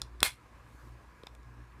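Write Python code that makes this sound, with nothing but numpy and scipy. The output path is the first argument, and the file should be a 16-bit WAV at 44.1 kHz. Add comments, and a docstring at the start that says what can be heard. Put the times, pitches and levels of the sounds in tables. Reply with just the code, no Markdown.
"""A fan motor hums low over its airflow noise while the metal clasp of a cloth purse ticks under fingers.
The clasp scrapes, snaps shut and rattles, and later ticks faintly as a small parrot touches it.
Contacts are sums of dying sines, and a small furnished room answers them with fading noise.
The hum is a few wavering tones; airflow and one soft rustle are shaped noise."""
import sys
import numpy as np
from scipy import signal
from scipy.io import wavfile
from scipy.ndimage import uniform_filter1d

SR = 44100
rng = np.random.default_rng(int(sys.argv[2]) if len(sys.argv) > 2 else 0)


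def generate_wav(sig):
    """Save sig (samples, or channels by samples) to the path in sys.argv[1] as 16-bit PCM at SR."""
    pcm = np.round(np.clip(np.atleast_2d(sig).T, -1, 1) * 32767).astype(np.int16)
    wavfile.write(sys.argv[1], SR, pcm)


def level_to_linear(level):
    """Convert decibel levels to linear amplitude factors, elementwise."""
    exponent = np.asarray(level, float) / 20
    return 10 ** exponent


N = 79380  # length in samples

# Lasting rings of the clasp frame. Each row: pitch in Hz, level in dB, time to fall by 60 dB in seconds.
FRAME_RINGS = [(1000, -34.5, .14), (2092, -36, .13), (2210, -38.5, .14), (2440, -33.5, .12),
               (3400, -32, .13), (4100, -32.5, 0.14), (4600, -35, 0.098), (5100, -35.5, .11),
               (5700, -36.5, .11), (7270, -40, .11), (8500, -34, .10), (9250, -36, .09),
               (10800, -34.5, .13), (14000, -37.5, .08)]


def evened(x):
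    """Scales a sound to an rms (average strength) of 1."""
    return x / np.sqrt(np.mean(x ** 2) + 1e-20)


def read(points, hz):
    """Reads a table at any pitch, on a log-frequency axis."""
    table_hz, value = np.transpose(points)
    return np.interp(np.log(hz + 1), np.log(table_hz + 1), value)


def add(mix, start_s, sound):
    """Mixes a sound in at its start time."""
    part = mix[round(start_s * SR):][:len(sound)]
    part += sound[:len(part)]


def hum():
    """Motor hum: tones at multiples of one wavering pitch, each fluttering a little in level."""
    # Path of the hum. Each row: time in seconds, base pitch in Hz, level in dB.
    hum_path = [(0.0, 59.8, -53.5), (0.034, 59, -47), (0.09, 58.68, -58), (0.124, 58.44, -48),
                (0.2, 58.81, -51.5), (0.223, 58.58, -46.5), (0.26, 58.6, -61), (0.28, 58.4, -46),
                (0.3, 58.56, -70), (0.334, 58.7, -54.5), (0.38, 58.3, -65), (0.55, 58.58, -55),
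                (0.586, 58.44, -61), (0.6, 58.6, -57.5), (0.696, 58.8, -59.5), (0.746, 58.72, -50),
                (0.802, 58.38, -59), (0.822, 58.07, -51.5), (0.966, 58.53, -51), (1.002, 58.56, -61),
                (1.036, 58.45, -55), (1.102, 58.44, -54.5), (1.122, 58.95, -61.5), (1.258, 58.08, -61.5),
                (1.272, 59.65, -70), (1.308, 58.15, -54.5), (1.338, 58.33, -56.5), (1.614, 58.35, -48.5),
                (1.694, 58.64, -58.5), (1.8, 59.5, -51)]
    # Tones of the hum. Each row: multiple of the base pitch, level in dB.
    hum_orders = [(1, -0.5), (2, -10.5), (2.055, -9.5), (4.1, -20.5), (5.1, -21), (6.15, -23.5)]
    flutter_db = 2.5  # rms
    t = np.arange(N) / SR
    path_s, path_hz, path_db = np.transpose(hum_path)
    phase = 2 * np.pi * np.cumsum(np.interp(t, path_s, path_hz)) / SR
    tones = np.zeros(N)
    for multiple, order_db in hum_orders:
        slow_noise = uniform_filter1d(uniform_filter1d(rng.standard_normal(N), 900), 900)
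        level = level_to_linear(order_db + flutter_db * evened(slow_noise))
        tones += level * np.cos(multiple * phase)
    return np.sqrt(2) * level_to_linear(np.interp(t, path_s, path_db)) * tones


def drifting_spectrum():
    """Random noise as frames of frequencies; patches and the whole level drift slowly."""
    patch_db, swell_db = 1.5, 0.66  # rms drift of the patches and of the whole level
    frames = N // 256 + 5
    real, imaginary, patches = rng.standard_normal((frames, 513, 3)).T
    swell = evened(uniform_filter1d(rng.standard_normal(frames), 30))
    # smooth over neighbouring pitches, then over time
    patches = evened(uniform_filter1d(uniform_filter1d(patches, 10, 0), 10, 1))
    return (real + 1j * imaginary) * level_to_linear(patch_db * patches + swell_db * swell)


def shaped(spectrum, shape):
    """Weights each frequency of the noise and turns it into sound of rms 1."""
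    return evened(signal.istft(spectrum * shape[:, None], nperseg=1024, noverlap=768)[1][:N])


def air(spectrum):
    """Airflow noise plus the hollow bands that the fan housing brings out."""
    # Colour of the airflow. Each row: frequency in Hz, relative level in dB per Hz.
    air_colour = [(20, -12.5), (45, -2.5), (90, -2), (150, -8.5), (300, -11), (500, -12.5), (770, -17.5),
                  (1150, -14.5), (1900, -18), (2500, -20.5), (3100, -28.5), (6000, -32.5), (10000, -37),
                  (14600, -42), (15800, -60)]
    # Bands of the fan housing. Each row: centre in Hz, width in Hz, level in dB.
    housing_bands = [(1084, 200, -74), (1660, 37, -79), (993, 47, -79)]
    air_db = -60
    hz = np.fft.rfftfreq(1024, 1 / SR)
    out = level_to_linear(air_db) * shaped(spectrum, level_to_linear(read(air_colour, hz)))
    for centre_hz, width_hz, db in housing_bands:
        band = 1 / (1 + (2 * (hz - centre_hz) / width_hz) ** 2)
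        out = out + level_to_linear(db) * shaped(spectrum, band)
    return out


def rustle(spectrum):
    """A sleeve brushing away: shaped noise that swells and fades once."""
    # Colour of the rustle. Each row: frequency in Hz, relative level in dB per Hz.
    rustle_colour = [(2000, -5), (4000, -2), (8000, 1.5), (12000, -4), (15000, -2), (15800, -24.5)]
    centre_s, half_s, peak_db = .80, .12, -80
    hz = np.fft.rfftfreq(1024, 1 / SR)
    brush = np.exp(-((np.arange(N) / SR - centre_s) / half_s) ** 4)
    return level_to_linear(peak_db) * brush * shaped(spectrum, level_to_linear(read(rustle_colour, hz)))


def ring(modes, centre_hz, reach, shift, flip=-1):
    """Dying sines whose signs may alternate; the modes near the centre pitch are favoured."""
    rise_s = 0.000055
    t = np.arange(SR // 5) / SR
    hz, db, t60 = np.transpose(modes)[:, :, None]
    near_db = -6 * (np.log2(hz / centre_hz) / reach) ** 2  # reach is in octaves
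    sign = flip ** np.arange(len(modes))[:, None]
    level = sign * level_to_linear(db + near_db - 60 * t / t60)
    sines = np.sin(2 * np.pi * hz * (1 + shift) * t)
    return (1 - np.exp(-t / rise_s)) * (level * sines).sum(0)


def clasp():
    """Every contact rings the metal frame and thuds in the cloth purse."""
    # Contacts on the clasp. Each row: start in seconds, level in dB, brightest pitch in Hz,
    # thud level of the purse body in dB, thud pitch in Hz.
    blows = [(0.0174, -14, 5100, -60, 1300), (0.0177, -23, 8500, -60, 1350), (.0184, -40, 9400, -30, 1330),
             (.0220, -36, 4340, -37, 1300), (0.2043, -28, 3304, -45, 1700), (.2047, -28.5, 8100, -67, 1200),
             (.2045, -24, 4877, -46, 1700), (0.2179, -46, 8960, -62, 900), (.2296, -8.5, 10500, -26, 1200),
             (.2297, -5.5, 3500, -17.5, 1000), (.2304, -12, 7500, -25, 1200),
             (0.2312, -5.5, 3500, -35, 200), (.2307, -13, 11800, -30, 1200), (1.2346, -40, 4000, -36, 850),
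             (1.2341, -51.5, 10000, -60, 790), (1.2362, -41, 2900, -33, 450), (1.269, -34, 5500, -56, 900),
             (1.2685, -46, 11000, -60, 900), (1.2694, -33, 3700, -38, 500), (1.2702, -37, 4300, -60, 900),
             (1.2710, -32, 2500, -29, 850), (1.3504, -45.5, 6500, -63, 900), (1.3503, -52, 11500, -66, 900),
             (1.3512, -41.5, 2370, -56, 900), (1.431, -50, 5500, -68, 900), (1.72, -56, 3000, -61.5, 900)]
    # Clasp frame, damped by cloth and fingers.
    # Each row: pitch in Hz, level in dB, time to fall by 60 dB in seconds.
    clasp_modes = [(2370, -9, .008), (3500, -3.5, .009), (4210, -10.5, 0.0071), (4650, -13, .005),
                   (5150, -7, 0.0057), (5830, -18, 0.007), (6560, -16, 0.0076), (7200, -11, .007),
                   (8100, -9.5, .007), (9400, -8, 0.005), (10500, -12, .005), (11800, -10, .006),
                   (12900, -11, .005), (14500, -12, .004)]
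    # Purse body. Each row: pitch in Hz, level in dB, time to fall by 60 dB in seconds.
    body_modes = [(1700, -8, .006), (1310, -4.5, 0.0075), (950, -8, .008), (700, -11, 0.0048),
                  (450, -2, 0.013), (225, -12, .02), (90, -16.5, 0.029)]
    detune = .008  # random spread of each damped mode's pitch (fraction), drawn anew for every contact
    hard_db, hard_reach, soft_reach = -12.5, 1.1, 0.44  # hard contacts excite more octaves
    held_ring_db = -6  # a grip mutes the lasting rings
    thud_reach = .75  # the cloth answers in a narrower range
    out = np.zeros(N)
    shifts = detune * rng.standard_normal((len(blows), len(clasp_modes), 1))
    for (start_s, db, hz, thud_db, thud_hz), shift in zip(blows, shifts):
        reach = hard_reach if db > hard_db else soft_reach
        damped = ring(clasp_modes, hz, reach, shift)
        lasting = level_to_linear(held_ring_db) * ring(FRAME_RINGS, hz, reach, 0)
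        thud = ring(body_modes, thud_hz, thud_reach * reach, 0, flip=1)
        add(out, start_s, level_to_linear(db) * (damped + lasting) - level_to_linear(thud_db) * thud)
    return out


def scrape():
    """The knobs scrape over each other before the snap: tiny random slips tap the frame."""
    start_s, length_s, db = .2045, 0.018, -53
    pitch_hz, width_hz, slips_per_s = 1750, 620, 2500
    chance, size = rng.random((2, round(.04 * SR)))
    t = np.arange(len(chance)) / SR
    slips = (chance < slips_per_s / SR) * (2 * size - 1)
    tap = np.exp(-np.pi * width_hz * t) * np.sin(2 * np.pi * pitch_hz * t)
    taps = evened(np.convolve(slips, tap)[:len(t)])
    out = np.zeros(N)
    add(out, start_s, level_to_linear(db) * taps * (t < length_s))
    return out


def press():
    """The frame halves are pressed together before the snap: short, lopsided pressure humps."""
    # Pushes. 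Each row: start in seconds, length in seconds, level in dB.
    pushes = [(0.2182, .0022, -37.5), (0.2206, .0026, -32.5)]
    out = np.zeros(N)
    for start_s, length_s, db in pushes:
        u = np.arange(0, 1, 1 / (length_s * SR))
        add(out, start_s, level_to_linear(db) * np.sin(np.pi * u ** 2))
    return out


def crack():
    """The two knobs jump past each other: one pressure pulse, a dip between two humps."""
    centre_s, db, pitch_hz = .2300, -11, 1300
    u = (np.arange(N) / SR - centre_s) * np.pi * pitch_hz
    return -level_to_linear(db) * (1 - 2 * u ** 2) * np.exp(-u ** 2)


def decay(colour, build_s):
    """Half a second of dense noise that builds up, then dies at the room's pace in each band."""
    # Fading of the room. Each row: frequency in Hz, time to fall by 60 dB in seconds.
    room_t60 = [(150, .09), (500, 0.13), (1200, 0.16), (2300, 0.18), (5000, 0.17), (10000, .165),
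                (15000, 0.13)]
    hz, t, noise = signal.stft(rng.standard_normal(SR // 2), SR, nperseg=128)
    level_db = read(colour, hz)[:, None] - 60 * t / read(room_t60, hz)[:, None]
    tail = signal.istft(noise * level_to_linear(level_db), SR, nperseg=128)[1]
    return tail * (1 - np.exp(-np.arange(len(tail)) / SR / build_s))


def room(hits):
    """Faint reflections: every contact is answered by the same fading noise."""
    room_db, build_s = -22, .004
    tail = decay([(100, 0.5), (15000, 0), (15400, -40.5)], build_s)
    return signal.fftconvolve(hits, level_to_linear(room_db) * tail / np.linalg.norm(tail))[:N]


def shudder():
    """Frame and purse shudder after the snap: a grainy rattle swells, then dies with the room."""
    # Colour of the rattle. Each row: frequency in Hz, relative level in dB per Hz.
    shudder_colour = [(88, -52.5), (150, -22.5), (622, -16.5), (686, -10), (833, -21.5), (1330, -3),
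                      (1590, -15.5), (2210, -1.5), (2840, -13.5), (3460, -7.5), (5000, -12), (6700, -16.5),
                      (8310, -10.5), (11000, -12.5), (15000, -16.5), (15400, -61)]
    start_s, db, build_s, grain_db = .231, -39, 0.0091, 2.5
    peak_s, half_s, swell_peak_db = .042, .018, 3.5  # loose parts keep the rattle up for a while
    ring_db = -9  # share of the rattle that keeps exciting the lasting rings
    tail = decay(shudder_colour, build_s)
    t = np.arange(len(tail)) / SR
    swell_db = swell_peak_db * np.exp(-((t - peak_s) / half_s) ** 2)
    grain = evened(uniform_filter1d(rng.standard_normal(len(tail)), 70))
    rattle = tail * level_to_linear(swell_db + grain_db * grain)
    frame = ring(FRAME_RINGS, 4000, 3, 0)[:SR // 20]
    rings = signal.fftconvolve(rattle, frame)[:len(tail)]
    both = evened(rattle) + level_to_linear(ring_db) * evened(rings)
    out = np.zeros(N)
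    add(out, start_s, level_to_linear(db) * evened(both))
    return out


def scene():
    """Clasp in the room over hum, airflow and a rustle, as one channel."""
    spectrum = drifting_spectrum()
    background = hum() + air(spectrum) + rustle(spectrum)
    hits = clasp() + scrape() + press() + crack()
    return (background + hits + room(hits) + shudder())[None]


def roll_off(x):
    """The treble ends steeply here."""
    return signal.sosfilt(signal.butter(12, 16660, fs=SR, output="sos"), x)


def record(dry):
    """Gain control lowers the sound just after loud blows and recovers slowly; deep bass is cut."""
    knee_db, duck, recover_db_per_s = -38, 0.15, 14.5  # duck: dB of cut per dB above the knee
    low_cut_hz = 39
    # the shifted averages look only at the past
    power_db = 10 * np.log10(abs(uniform_filter1d(dry[0] ** 2, 400, origin=199)) + 1e-12)
    fall_db = np.arange(N) * recover_db_per_s / duck / SR
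    held_db = np.maximum.accumulate(power_db + fall_db) - fall_db  # peaks sink steadily
    over_db = np.maximum(held_db - knee_db, 0)
    cut_db = duck * uniform_filter1d(over_db, 200, origin=99)
    low_cut = signal.butter(2, low_cut_hz, "high", fs=SR, output="sos")
    mix = signal.sosfilt(low_cut, dry) / level_to_linear(cut_db)
    return roll_off(mix)


dry = scene()
out = record(dry)
generate_wav(out)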